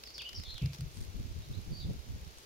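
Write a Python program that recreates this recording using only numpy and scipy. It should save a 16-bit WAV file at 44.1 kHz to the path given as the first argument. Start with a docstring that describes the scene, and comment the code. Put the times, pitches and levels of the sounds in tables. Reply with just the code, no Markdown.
"""Moth on an egg tray

A moth beats its wings against a hand-held cardboard egg tray, close to the microphone: sharp ticks
at first, then a weaker flutter with scraping as it settles. Two soft knocks make the tray thump.
Small birds whistle across a yard, and puffs of wind buffet the two microphone openings
over a quiet outdoor hush."""
import sys
import numpy as np
from scipy import signal
from scipy.fft import rfft, irfft
from scipy.io import wavfile
from scipy.ndimage import uniform_filter1d

SR = 44100
rng = np.random.default_rng(int(sys.argv[2]) if len(sys.argv) > 2 else 0)


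def generate_wav(sig):
    """Save sig (samples, or channels by samples) to the path in sys.argv[1] as 16-bit PCM at SR."""
    pcm = np.round(np.clip(np.atleast_2d(sig).T, -1, 1) * 32767).astype(np.int16)
    wavfile.write(sys.argv[1], SR, pcm)


N = 108045
TIME = np.arange(N) / SR


def gain(db):
    """Turn decibels into a number to multiply by."""
    return 10 ** (np.asarray(db) / 20)


def unit(x):
    """Scale a signal to an average strength (rms) of 1."""
    return x / np.sqrt(np.mean(x ** 2) + 1e-20)


def colour(x, curve):
    """Turn lows and highs up or down along a curve of (frequency [Hz], level [dB])."""
    hz, db = np.array(curve, float).T
    freqs = np.maximum(np.arange(N // 2 + 1) * SR / N, 1)
    return irfft(rfft(x) * gain(np.interp(np.log(freqs), np.log(hz), db)), N)


def noise(curve, alike=0.):
    """Stereo noise coloured by a curve; alike is the share common to left and right."""
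    white = rng.standard_normal((3, N))
    return unit(colour(np.sqrt(alike) * white[2] + np.sqrt(1 - alike) * white[:2], curve))


def wander(hz):
    """A smooth random wobble of about plus or minus 1."""
    width = int(SR / hz)
    smoothed = uniform_filter1d(rng.standard_normal(N), width, mode="wrap")
    return unit(uniform_filter1d(smoothed, width, mode="wrap"))


def strike(at, rise_s, fade_s):
    """A loudness shape that rises quickly and dies away."""
    age = np.maximum(TIME - at, 0)
    fading = np.exp(-np.minimum(np.maximum(age - rise_s, 0) / fade_s, 20))
    return np.minimum(age / rise_s, 1) * fading


def swell(at, half_s):
    """A loudness shape like a smooth hill."""
    return np.exp(-np.minimum(((TIME - at) / half_s) ** 2, 40) / 2)


# Tone of the outdoor hush: (frequency [Hz], relative level [dB])
HUSH_TONE = [(240, -8.5), (400, -0.5), (1000, -11), (1750, -13), (2250, -8.5), (4500, -9), (6800, -12.5),
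             (7900, -22), (12000, -19), (15500, -21.5)]
# How wide the hush sounds: (frequency [Hz], sides compared with centre [dB])
HUSH_WIDTH = [(500, -5.5), (1100, 5), (1700, 4), (2500, -5), (3600, 0.5)]
# Tone of distant low air: (frequency [Hz], relative level [dB])
RUMBLE_TONE = [(20, -42), (55, 1), (130, -11), (500, -26), (1200, -50)]

def outdoors():
    """A wide, quiet hush that eases very slightly, over the rumble of distant air."""
    centre, sides = noise(HUSH_TONE)
    hush = unit(centre + np.array([[1], [-1]]) * colour(sides, HUSH_WIDTH))
    return gain(-56.5 - 0.06 * TIME) * hush + gain(-61.5) * noise(RUMBLE_TONE, alike=0.44)


# Puffs of wind: (middle time [s], level [dB], left minus right [dB])
PUFFS = [(0.393, -38.5, -4), (0.489, -48.5, -16), (0.55, -51, -23.5), (0.859, -44.5, 15),
         (0.981, -41.5, 7.5), (1.019, -37, 3), (1.087, -43, 9), (1.16, -39, 9), (1.203, -36.5, -0.5),
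         (1.254, -39, -10), (1.312, -41.5, -10.5), (1.369, -40.5, 11), (1.396, -41, -1), (1.512, -36, -0.5),
         (1.583, -37, -11), (1.681, -41.5, 8), (1.723, -34.5, -3.5), (1.808, -47.5, -21), (1.86, -34, -2.5),
         (1.902, -32, 1), (1.955, -43, 9), (2.0, -48, -19.5), (2.108, -39.5, -7.5), (2.153, -39.5, 3.5),
         (2.227, -45, 5), (2.273, -46, -10.5), (2.376, -56, 7)]
# Tone of the wind at speed 1: (frequency [Hz], relative level [dB])
WIND_TONE = [(20, -12), (62, 2), (105, -0.5), (150, -11.5), (240, -17), (400, -29.5), (1600, -66.5)]

def wind():
    """Puffs stir swirls at each microphone opening; stronger ones pass faster and sound higher."""
    swirls = noise(WIND_TONE)
    power = uniform_filter1d(swirls ** 2, int(0.0196 * SR), axis=1)
    swirls = swirls / np.sqrt(power)  # evened out, so the puffs set the loudness
    out = 0
    for at, db, balance in PUFFS:
        speed = 2 ** ((db + 39.5) / 15.5)  # 1 at -39.5 dB, doubling every 15.5 dB
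        swept = np.array([np.interp(at + speed * (TIME - at), TIME, side) for side in swirls])
        stirring = gain(-10) * swell(at, half_s=0.042)  # weak movement around the puff
        shape = np.maximum(swell(at, half_s=0.013), stirring)
        out += gain(db + np.array([[balance], [-balance]]) / 2) * shape * swept
    return out


# Bird notes: (time [s], length [s], start pitch [Hz], middle pitch [Hz], end pitch [Hz],
# relative level [dB], trill depth [Hz])
BIRD_NOTES = [(0.05, 0.047, 5240, 4750, 4420, -48, 170), (0.139, 0.028, 5400, 4920, 4750, -44.5, 450),
              (0.163, 0.087, 4630, 4660, 4710, -49.5, 140), (0.186, 0.03, 3800, 2920, 2360, -42, 52),
              (0.211, 0.014, 3910, 3270, 2960, -43.5, 20), (0.247, 0.03, 2730, 3014, 3020, -41.5, 9.1),
              (0.344, 0.049, 5260, 5104, 4560, -44, 460), (0.442, 0.0744, 3950, 3790, 3880, -47, 440),
              (0.48, 0.055, 4080, 4150, 4130, -45.5, 190), (0.55, 0.054, 3970, 3340, 3030, -47.5, 330),
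              (0.607, 0.048, 2794, 2466, 2720, -50.5, 250), (0.678, 0.031, 2270, 2395, 2580, -59.5, 110),
              (1.425, 0.036, 3710, 3870, 4580, -61.5, 40), (1.533, 0.028, 3600, 3950, 4030, -54.5, 73),
              (1.712, 0.12, 4720, 4628, 4625, -50.5, 170), (1.797, 0.051, 3955, 3835, 3470, -52.5, 180)]

def birds():
    """Small birds whistle sliding notes, some buzzing with a fast trill."""
    waver = 1 + 0.016 * wander(hz=630)
    flicker = gain(2 * wander(hz=250))
    trill_hz = 162.6 * (1 + 0.085 * wander(hz=47.5))
    out = np.zeros(N)
    for at, length, start, middle, end, db, depth in BIRD_NOTES:
        on = (TIME >= at) & (TIME < at + length)
        progress = (TIME[on] - at) / length
        slide = np.polyval(np.polyfit([0, .5, 1], [start, middle, end], 2), progress)
        trill = np.sin(2 * np.pi * np.cumsum(trill_hz[on]) / SR)
        hz = slide * waver[on] + depth * trill
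        whistle = np.sqrt(2) * np.sin(2 * np.pi * np.cumsum(hz) / SR)
        ramp = np.minimum(np.minimum(progress, 1 - progress) / 0.2, 1)  # fade in and out
        out[on] += gain(db) * np.sin(np.pi / 2 * ramp) * flicker[on] * whistle
    return out


def yard(sound):
    """Sound crosses the yard directly and as many scattered echoes."""
    tail = unit(gain(-60 * TIME / 0.35))  # echoes fall 60 dB in 0.35 s
    echoes = gain(-4.5) * tail * rng.standard_normal((2, N)) / np.sqrt(N)
    return gain(-5) * sound + signal.fftconvolve(sound[None], echoes, axes=1)[:, :N]


# Soft knocks through the held tray: (time [s], relative level [dB], fading time [s])
KNOCKS = [(0.616, -26.5, 0.037), (0.788, -34.5, 0.039)]
# Low tones of the bending tray: (frequency [Hz], relative level [dB])
TRAY_TONES = [(66, 2.5), (97, 2), (131, 8), (153, 5.5), (172, -10)]
# Tone of the cardboard's crunch: (frequency [Hz], relative level [dB])
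CRUNCH_TONE = [(300, 3), (1300, -37)]

def tray_thumps():
    """Soft knocks set the tray wobbling, with a dull crunch as the cardboard bends."""
    crunch = gain(-17) * noise(CRUNCH_TONE, alike=0.44)
    out = 0
    for at, db, fade in KNOCKS:
        wobble = sum(gain(level) * np.sin(2 * np.pi * hz * (TIME - at)) for hz, level in TRAY_TONES)
        out += gain(db) * strike(at, rise_s=0.015, fade_s=fade) * (wobble / 2 + crunch)
    return out


MOTH_ALIKE = 0.069  # share of the moth's noise common to left and right
# The moth rubs firmly on the tray: (middle time [s], half length [s], level [dB])
RUBS = [(0.746, 0.01, -48), (0.787, 0.0023, -50.5)]
# Tone of a rub: (frequency [Hz], relative level [dB])
RUB_TONE = [(600, -3), (2000, -6), (5500, 3), (8000, -11), (15000, -10)]
# Its wings slide lightly along the tray: (middle time [s], half length [s], level [dB])
RUSTLES = [(0.989, 0.044, -57.5), (2.413, 0.04, -62)]
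# Tone of a rustle: (frequency [Hz], relative level [dB])
RUSTLE_TONE = [(1500, -4), (6500, 1.5), (10000, 0.5), (14000, -14)]

def moth_scrapes():
    """Scraping on rough cardboard: firm contact sounds duller, a light wing rustles like paper."""
    rub = sum(gain(db) * swell(at, half) for at, half, db in RUBS)
    rustle = sum(gain(db) * swell(at, half) for at, half, db in RUSTLES)
    grain = unit(gain(5 * wander(hz=410)))
    return grain * (rub * noise(RUB_TONE, MOTH_ALIKE) + rustle * noise(RUSTLE_TONE, MOTH_ALIKE))


# Wing tips hit the tray: (time [s], relative level [dB])
WING_HITS = [(0.036, -43.5), (0.0734, -48.5), (0.1038, -52), (0.1801, -42), (0.2187, -44), (0.291, -45),
             (0.3302, -47.5), (0.398, -48.5), (0.4351, -44), (0.506, -53), (0.5415, -50.5), (0.5797, -45),
             (0.621, -51), (0.6585, -45), (0.7327, -48), (0.8077, -41), (1.0483, -50.5), (1.5248, -53)]
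# Tone of a hit's sharp crack: (frequency [Hz], relative level [dB])
CRACK_TONE = [(500, -18), (4000, -3), (11000, -3.5), (16000, -10.5)]
# Tone of the ringing cardboard: (frequency [Hz], relative level [dB])
RING_TONE = [(500, -13), (3000, -6), (5200, -1), (6600, -13.5), (9000, -36)]

def moth_wings():
    """Each wing hit cracks and rings the cardboard briefly; later the wings mostly just brush it."""
    rise_s, crack_fade_s, ring_fade_s = 0.00041, 0.0021, 0.0036
    drier_from_s, flutter_start_s, wingbeat_hz = 0.77, 0.88, 31.46
    crack, ring = np.zeros(N), np.zeros(N)
    for at, db in WING_HITS:
        ring_db = db - 9 if at > drier_from_s else db  # later hits are drier clicks with less ring
        crack += gain(db) * strike(at, rise_s, crack_fade_s)
        ring += gain(ring_db) * strike(at, rise_s, ring_fade_s)
    # the flutter: each beat is a little uneven in timing and strength
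    for beat, (late, strength) in enumerate(rng.standard_normal((56, 2))):
        at = flutter_start_s + beat / wingbeat_hz + 0.0022 * late
        brush = gain(-55.5 + 2 * strength) * strike(at, rise_s, crack_fade_s)
        crack += brush
        ring += brush / 2
    return (gain(-1.5) * crack * noise(CRACK_TONE, MOTH_ALIKE)
            + gain(3) * ring * noise(RING_TONE, MOTH_ALIKE))


def scene():
    """Moth and tray up close, birds further off, wind on the microphone and a hush all around."""
    left, right = moth_wings() + moth_scrapes()
    lag_s = 0.00039  # the moth is to the right, so its sound reaches the left side later
    moth = np.array([np.roll(left, int(lag_s * SR)), right])
    return moth + tray_thumps() + yard(birds()) + wind() + outdoors()


def record(dry):
    """The recorder cuts off the highest treble, above 15750 Hz."""
    return signal.sosfilt(signal.ellip(10, .2, 70, 15750, fs=SR, output="sos"), dry)


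dry = scene()
out = record(dry)
generate_wav(out)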